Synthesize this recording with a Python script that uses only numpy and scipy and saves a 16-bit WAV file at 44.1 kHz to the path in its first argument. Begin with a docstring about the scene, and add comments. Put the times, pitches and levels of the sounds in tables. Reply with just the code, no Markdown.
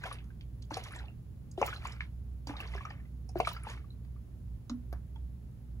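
"""A large plastic bottle of thick liquid is turned over five times in a small quiet room, near a phone. From
the start, each turn lets trapped air gulp and pop as gliding damped tones, drops splat and high bubbles pip as
short tones and puffs of noise, and liquid runs off as a wash of tiny tones over hiss. Near 2 s a hand slaps the
bottle; from 4.7 s it knocks against a glass, as ringing tones with a clack. Throughout, a low rumble tone near
61 Hz, uneven in pitch and level, and mains tones lie over shaped noise."""
import sys
import numpy as np
from scipy import signal
from scipy.fft import rfft, irfft, next_fast_len
from scipy.io import wavfile
from scipy.ndimage import uniform_filter1d

SR = 44100
rng = np.random.default_rng(int(sys.argv[2]) if len(sys.argv) > 2 else 0)


def master_out(mix):
    """Clip the mix to full scale and print it as 16-bit PCM to the path in sys.argv[1]."""
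    frames = np.transpose(np.atleast_2d(mix))
    ceiling = np.clip(frames, -1, 1)
    pcm = np.round(ceiling * 32767).astype(np.int16)
    wavfile.write(sys.argv[1], SR, pcm)


N = 255763  # length of the sound [samples]
SIZE = next_fast_len(N)
HZ = np.arange(SIZE // 2 + 1) * SR / SIZE + 1e-3  # pitch of each spectrum bin, kept above 0 for the log


# Big air pockets closing:
# (time [s], level [dB], pitch [Hz], overtone against main tone [dB], decay to -60 dB [s])
AIR_GULPS = [(0.714, -38.5, 300.2, 0, 0.12), (0.769, -34, 464, -4, 0.033), (1.578, -32.5, 368, 1, 0.14),
             (1.615, -30.5, 542.6, 9.5, 0.06), (2.47, -42.5, 278, -8, 0.13), (2.495, -34, 282, -4.5, 0.066),
             (2.75, -43, 389, 5, 0.081), (3.356, -28.5, 353.1, 1, 0.11), (3.401, -28.5, 457, 7.5, 0.049)]
# Single bubbles: (time [s], level [dB], pitch [Hz])
SINGLE_BUBBLES = [(0.037, -32.5, 1550), (0.055, -36, 730), (0.063, -40.5, 1330), (0.113, -33, 1130),
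                  (0.303, -55.5, 1560), (0.708, -33, 877), (0.769, -29.5, 748), (0.861, -45.5, 1090),
                  (0.92, -46, 1235), (0.957, -47, 1800), (.963, -46.5, 950), (1.038, -51.5, 818),
                  (1.083, -55, 690), (1.615, -23, 582), (1.626, -17, 802), (1.686, -33.5, 1250),
                  (1.728, -33, 1452), (1.853, -31, 1054), (2.471, -43.5, 890), (2.491, -42.5, 960),
                  (2.554, -45, 1191), (2.602, -46, 782), (2.506, -38, 810), (2.536, -42.5, 847),
                  (2.736, -40.5, 2020), (2.75, -40, 1046), (2.778, -40.5, 1650), (2.807, -41.5, 1104),
                  (2.852, -33, 1240), (2.869, -41, 1210), (2.904, -42, 1796), (2.906, -44, 807),
                  (3.0, -58.5, 1783), (3.052, -60.5, 2000), (3.292, -51.5, 730), (3.401, -17, 702),
                  (3.449, -32, 2267), (3.472, -21, 1237), (3.513, -39, 952), (3.565, -38.5, 1332),
                  (3.668, -34.5, 870), (3.698, -44.5, 910), (3.774, -50.5, 2172), (3.842, -56.5, 1140),
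                  (4.161, -59.5, 1160)]
BUBBLE_T60_S, SHORTER_PER_DB = 0.029, 0.018  # decay of a -40 dB bubble; louder ones burst sooner
SHELL_HZ, SHELL_DB = 2453, -11.5  # the plastic wall answers every bubble, at this level against it


def pockets():
    """Gulps ring the air space with its overtone; bubbles are short tones that also shake the wall."""
    out = np.zeros(N)
    for s, db, hz, over_db, t60 in AIR_GULPS:
        add(out, s, ring(db, hz, t60, glide=0.11, rise=0.0015))
        add(out, s, ring(db + over_db, 1.885 * hz, 0.2 * t60))
    for s, db, hz in SINGLE_BUBBLES:
        t60 = BUBBLE_T60_S * np.exp(-SHORTER_PER_DB * (db + 40))
        add(out, s, ring(db, hz, t60, glide=0.078, rise=0.026 * t60))
        film_tearing = burst(db - 7.0, 0.49 * hz, 1.68 * hz, 1.27 * t60, rise=0.0026)
        add(out, s, film_tearing)
        shell = burst(db + SHELL_DB, 0.855 * SHELL_HZ, 1.16 * SHELL_HZ, 0.033, rise=0.002)
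        add(out, s, shell)
    return out


# Splats and high bubbles: wide rows are drops splatting, narrow rows are high bubble pips:
# (time [s], level [dB], centre pitch [Hz], half width [octaves])
SPLATS_AND_PIPS = [(0.125, -36.5, 3720, 0.28), (0.185, -38, 2600, 0.27), (.24, -53, 3000, 0.83),
                   (.408, -43, 3200, 0.35), (0.621, -40.5, 4550, 0.4), (.707, -52, 5900, 0.14),
                   (0.74, -32.5, 4160, 0.13), (.740, -28.5, 4690, 0.33), (0.769, -37.5, 5450, .25),
                   (0.8366, -35, 5700, 0.34), (.88, -51, 3470, .4), (.96, -40.5, 7450, 0.16),
                   (0.988, -39.5, 3940, 0.24), (1.055, -50, 3480, 0.2), (1.082, -44, 2700, 0.04),
                   (1.513, -43, 6540, 0.27), (1.6136, -34, 6080, 0.26), (1.661, -32, 6860, 0.3),
                   (1.761, -37.5, 4100, 0.12), (1.871, -38.5, 7030, 0.18), (1.92, -39.5, 5050, 0.41),
                   (2.47, -30.5, 4610, 0.35), (2.566, -34.5, 3730, 0.21), (2.6025, -32, 2700, 0.089),
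                   (2.673, -42, 4450, 0.2), (2.761, -47.5, 5260, .1), (2.85, -46.5, 5600, 0.26),
                   (2.9009, -48, 4900, 0.21), (3.2897, -45, 5480, 0.17), (3.3854, -47, 4940, 0.3),
                   (3.4, -30.5, 4520, 0.38), (3.47, -33.5, 3950, 0.29), (3.5306, -47, 3930, 0.11),
                   (3.565, -48, 4830, 0.084), (3.6979, -39.5, 6565, 0.28), (3.904, -53, 3986, 0.035),
                   (4.047, -52, 1502, 0.695)]
# Thin spits at the very top: (time [s], level [dB], centre pitch [Hz])
HIGH_SPITS = [(0.1264, -40.5, 9900), (0.7701, -45, 10300), (0.836, -50, 11550), (0.9208, -48, 10000),
              (1.6154, -53, 15300), (1.6616, -34.5, 15100), (1.8711, -57, 11300), (2.4703, -55, 14360),
              (2.602, -48.5, 14240), (3.2899, -53, 9380), (3.3857, -43.5, 14700), (3.403, -49, 10400),
              (3.472, -36.5, 9400), (3.5307, -42, 15050), (3.6331, -44, 9820), (4.9262, -50.5, 12660)]
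SPLAT_T60_S, SPIT_T60_S = 0.052, 0.031  # splat parts last a share or multiple of the first


def splats_and_pips(count=6):
    """Narrow rows pip like high bubbles, wide ones splat as scattered pips and a puff; spits hiss on top."""
    out = np.zeros(N)
    t60 = SPLAT_T60_S
    for s, db, hz, octaves in SPLATS_AND_PIPS:
        wide = 2 ** np.clip(octaves, 0.03, 1)  # half width as a pitch ratio
        add(out, s, ring(db - 0.5 - 35 * octaves, hz, 0.41 * t60, glide=0.048, rise=0.00099))
        for late, pitch, size in rng.random((count, 3)):
            small_db = db - 9 - 22 * late - 8 * size  # later small pips are weaker
            small_hz = hz * wide ** (3 * pitch - 1.5)
            add(out, s + 1.1 * late * t60, ring(small_db, small_hz, 35 / hz, rise=0.0006))
        puff = burst(db - 10.5, hz / wide ** 2, hz * wide ** 2, 0.65 * t60, rise=0.0014)
        add(out, s, puff)
    for s, db, hz in HIGH_SPITS:
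        add(out, s, burst(db, 0.84 * hz, 1.08 * hz, SPIT_T60_S, rise=0.00088))
    return out


# Colour of the bubbling froth: (pitch [Hz], relative level [dB per Hz])
FROTH_COLOUR = [(300, -18.5), (600, -12.5), (1100, -5.5), (1700, -2.5), (2350, -1.5), (3300, -17)]
# Colour of the finer spray: (pitch [Hz], relative level [dB per Hz])
SPRAY_COLOUR = [(2700, 6.5), (4500, -2.5), (7000, -6.5), (10500, -6.5), (15000, -15.5), (16800, -67)]
# When the bottle is turned over: (start [s], end of the run-off [s])
BOTTLE_TURNS = [(0, .33), (.703, 1.15), (1.575, 2.15), (2.466, 3.1), (3.353, 3.9)]


def wash():
    """Froth of bubbles over a gurgling hiss, and a finer crackle of droplets over a patchy hiss."""
    # random levels, each held for 500 samples, then smoothed
    steps = np.repeat(rng.standard_normal((2, N // 500 + 1)), 500, axis=1)[:, :N]
    patches = uniform_filter1d(steps, size=400)
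    froth = undb(-6 + 4 * patches[0]) * noise([(150, -30)] + FROTH_COLOUR + [(5000, -40)])
    spray = undb(-5 + 4.5 * patches[1]) * noise([(1500, -40)] + SPRAY_COLOUR)
    droplet_colour = SPRAY_COLOUR[:3] + [(8500, -8)]
    for t0, t1 in BOTTLE_TURNS:
        froth = froth + swarm(FROTH_COLOUR, t0, t1, rate=800, cycles=20.0, scatter_db=3.5)
        spray = spray + swarm(droplet_colour, t0, t1, rate=800, cycles=35.0, scatter_db=3.0)
    _, froth_db, spray_db = np.transpose(LIQUID_SURGES)
    flowing_froth = surges(froth_db, FALL_DB_PER_S) * froth
    flowing_spray = surges(froth_db + spray_db, SPRAY_FALL_DB_PER_S) * spray
    return flowing_froth + flowing_spray


def swarm(table, t0, t1, rate, cycles, scatter_db):
    """Small bubbles at random moments, pitches and sizes, coloured by a table; rms 1 while they last."""
    out = np.zeros(N)
    lo, hi = np.log(np.array(table)[[0, -1], 0])
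    for when, pitch, size in rng.random((int(rate * (t1 - t0)), 3)):
        hz = np.exp(lo + pitch * (hi - lo))
        db = along(table, hz) - scatter_db * np.log(size + 0.02)  # a few are much louder
        add(out, t0 + when * (t1 - t0), ring(db, hz, cycles / hz, glide=0.27, rise=2 / hz))
    return out / np.sqrt(np.sum(out ** 2) / ((t1 - t0) * SR))


# Surges of liquid along the wall: (time of the crest [s], level [dB], spray against froth [dB])
LIQUID_SURGES = [(0.059, -46.5, -5.5), (.125, -54, -6), (0.742, -47.5, -3.5), (.8, -53.5, -7),
                 (.85, -58, -1.5), (0.883, -55, -6), (0.952, -50.5, -8.5), (0.999, -57, -7.5),
                 (1.6, -58, 1), (1.679, -42.5, -4), (1.745, -56.5, 0), (1.861, -47.5, -6.5),
                 (1.93, -59.5, -4), (2.02, -65, -5), (2.498, -51.5, -8.5), (2.608, -46.5, -9),
                 (2.67, -57.5, -4.5), (2.751, -51, -8), (2.82, -55.5, -7), (2.908, -57.5, -12),
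                 (2.99, -70, -25), (3.369, -55, -5), (3.488, -54, 8), (3.55, -56.5, -30), (3.651, -55, -14),
                 (3.703, -49.5, -4), (3.8, -82.5, -22)]
RISE_DB_PER_S, FALL_DB_PER_S, SPRAY_FALL_DB_PER_S = 282, 183.5, 240


def surges(db, fall_db):
    """Each surge swells to its crest and drains away; powers add, and nothing flows outside a turn."""
    t = np.arange(0, N, 32) / SR  # one level for every 32 samples
    late = t - np.array(LIQUID_SURGES)[:, :1]
    slope_db = np.minimum(RISE_DB_PER_S * late, -fall_db * late)
    power = undb(2 * (db[:, None] + slope_db)).sum(axis=0)
    flowing = sum((t >= t0) & (t < t1) for t0, t1 in BOTTLE_TURNS)
    return np.repeat(flowing * np.sqrt(power), 32)[:N]


# A hand slaps the bottle, later it meets the glass:
# (time [s], ring level [dB], ring pitch [Hz], partner level [dB], partner pitch [Hz],
#  ring decay to -60 dB [s], clack level [dB], clack centre [Hz], tick level [dB])
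BOTTLE_KNOCKS = [(2.0064, -29.5, 1780, -26, 2182, 0.015, -39, 2100, -63),
                 (4.696, -34.5, 243.5, -38.5, 277, 0.26, -41.5, 840, -39.5),
                 (4.927, -40, 710, -41.5, 347, 0.025, -40.5, 994, -52),
                 (5.158, -54, 886, -57.5, 3310, 0.059, -59, 1500, -69)]


def knocks():
    """The full bottle rings with two tones; the contact clacks and ticks."""
    out = np.zeros(N)
    for s, db, hz, partner_db, partner_hz, t60, clack_db, clack_hz, tick_db in BOTTLE_KNOCKS:
        add(out, s, ring(db, hz, t60, rise=0.03 * t60))
        add(out, s, ring(partner_db, partner_hz, 0.81 * t60, rise=0.018 * t60))
        add(out, s, burst(clack_db, 0.5 * clack_hz, 1.64 * clack_hz, 0.051, rise=0.00051))
        rough_tail = burst(clack_db - 10.5, 0.4 * clack_hz, 1.8 * clack_hz, 0.18, rise=0.0022)
        add(out, s, rough_tail)
        add(out, s, burst(tick_db, 2600.0, 6500.0, 0.04))
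    return out


ROOM_T60_S, ROOM_DB, WALL_S, WALL_DB = 0.11, -10.5, 0.009, -16.5  # diffuse tail, then wall echo


def room(x):
    """One near wall echo, and a dulled diffuse tail that differs left and right."""
    t, env = fade(ROOM_T60_S, 0.0076)
    tail = env * rng.standard_normal((2, len(t)))
    tail = signal.lfilter([0.6], [1, -0.4], tail / np.sqrt(np.sum(env ** 2)))  # softens the treble
    wet = undb(ROOM_DB) * signal.oaconvolve(x[None], tail, axes=1)[:, :N]
    echo = undb(WALL_DB) * np.roll(x, int(WALL_S * SR))
    return ports(x + echo) + wet


# How far the left port leads the right: (pitch [Hz], lead [radians])
LEFT_LEAD = [(0, 0.), (150, .15), (1030, .6), (1900, 1.7), (3200, 3.1), (6200, 6.3), (16500, -7.3)]
# How much louder the left port is: (pitch [Hz], left minus right [dB])
LEFT_TILT = [(100, -3), (300, -0.5), (600, 3.5), (1200, 5), (2200, -2), (5000, -8), (8000, 1)]


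def ports(x):
    """The two microphone ports hear one sound with a lead and a tilt that change with pitch."""
    half_lead = np.exp(0.5j * np.interp(HZ, *np.transpose(LEFT_LEAD)))
    half = half_lead * undb(along(LEFT_TILT, HZ) / 2)
    return shape(x, np.array([half, 1 / half]))  # left gets half of it, right the opposite half


# A low rumble tone near 61 Hz, uneven in pitch and level: (time [s], pitch [Hz], level [dB])
LOW_RUMBLE = [(0.0, 58.54, -51), (0.5, 58.28, -44.5), (0.92, 63.3, -52), (1.02, 61.2, -41),
              (1.15, 62.9, -61), (1.26, 62.24, -49), (1.58, 65.46, -56), (1.78, 59.3, -45.5),
              (1.97, 63.96, -46.5), (2.34, 61.63, -41.5), (2.62, 59.93, -48.5), (2.76, 59.8, -37.5),
              (2.84, 61, -55), (3.15, 60.94, -43), (3.78, 61.03, -48), (3.89, 59.3, -48),
              (4.17, 62.94, -42.5), (4.31, 58.26, -57.5), (4.55, 58.8, -40.5), (4.65, 58.5, -55),
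              (4.85, 58.4, -45), (4.96, 62.0, -37), (5.05, 62, -48.5), (5.25, 62.2, -39.5),
              (5.39, 63.2, -56), (5.8, 57.2, -41.5)]
# Steady mains tones: (pitch [Hz], level [dB])
MAINS_TONES = [(120, -54), (240, -70.5)]
# Colour of the wide rumble and hiss: (pitch [Hz], relative level [dB per Hz])
ROOM_COLOUR = [(22, -50.5), (40, -0.5), (60, 1.5), (95, 1), (170, -5.5), (260, -15), (450, -26),
               (1000, -37.5), (2500, -44.5), (6500, -50.5), (8500, -48), (15600, -48.5), (16000, -63.5)]
# How alike the two sides are: (pitch [Hz], share of the room tone's power common to both [0 to 1])
SIDES_ALIKE = [(130, 0.91), (300, 0.59), (650, 0.2), (5800, 0.036), (8000, 1)]
ROOM_TONE_DB = -48


def background():
    """Wide rumble and hiss, a narrow low rumble near 61 Hz drawn as one uneven sine, and mains tones."""
    t = np.arange(N) / SR
    s, hz, db = np.transpose(LOW_RUMBLE)
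    phase = 2 * np.pi * np.cumsum(np.interp(t, s, hz)) / SR
    narrow_rumble = undb(np.interp(t, s, db)) * np.sin(phase)
    mains = sum(undb(d) * np.sin(2 * np.pi * f * t) for f, d in MAINS_TONES)
    tones = np.sqrt(2) * (narrow_rumble + mains)  # table levels are rms, so peaks are larger
    alike = np.clip(along(SIDES_ALIKE, HZ), 0, 1)
    common = shape(noise(ROOM_COLOUR), np.sqrt(alike))
    apart = shape(np.array([noise(ROOM_COLOUR), noise(ROOM_COLOUR)]), np.sqrt(1 - alike))
    return ports(tones + undb(ROOM_TONE_DB) * common) + undb(ROOM_TONE_DB) * apart


def ring(db, hz, t60, glide=0.0, rise=0.00066):
    """A damped sine whose pitch climbs by the share `glide` over its decay, like a shrinking bubble."""
    t, env = fade(t60, rise)
    return undb(db) * env * np.sin(2 * np.pi * hz * t * (1 + glide * t / (2 * t60)))


def burst(db, lo_hz, hi_hz, t60, rise=0.00016):
    """A decaying puff of band noise."""
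    t, env = fade(t60, rise)
    edges = np.clip([lo_hz, hi_hz], 50, 0.45 * SR)
    band = signal.butter(3, edges, "band", fs=SR, output="sos")
    x = signal.sosfilt(band, rng.standard_normal(len(t)))
    return undb(db) * env * x / (2 * x.std())


def fade(t60, rise):
    """Time axis [s] and envelope of peak 1: a rounded rise, then decay by 60 dB in t60 seconds."""
    t = np.arange(int(np.clip(t60, 0.005, 1) * SR)) / SR
    env = (1 - np.exp(-t / rise)) ** 2 * np.exp(-np.log(1000) * t / t60)
    return t, env / env.max()


def add(track, s, sound):
    """Mix a sound into the track from time s [s], cutting it at the end."""
    i = int(s * SR)
    track[i:i + len(sound)] += sound[:N - i]


def noise(table):
    """Noise of rms 1 with the colour of a (pitch [Hz], level [dB]) table."""
    x = shape(rng.standard_normal(N), undb(along(table, HZ)))
    return x / x.std()


def shape(x, gain):
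    """Multiply the spectrum by a gain."""
    return irfft(rfft(x, SIZE) * gain, SIZE)[..., :N]


def along(table, hz):
    """Read a (pitch [Hz], value) table on a log-frequency axis."""
    f, v = np.transpose(table)
    return np.interp(np.log(hz), np.log(f), v)


def undb(db):
    """Turn decibels into an amplitude factor."""
    return 10 ** (np.asarray(db) / 20)


def scene():
    """The bottle in its room over the background."""
    return room(pockets() + splats_and_pips() + wash() + knocks()) + background()


TOP_HZ = 16650


def record(dry):
    """The phone cuts the top with a steep low-pass filter."""
    return signal.sosfilt(signal.ellip(8, 0.2, 70, TOP_HZ, fs=SR, output="sos"), dry)


dry = scene()
out = record(dry)
master_out(out)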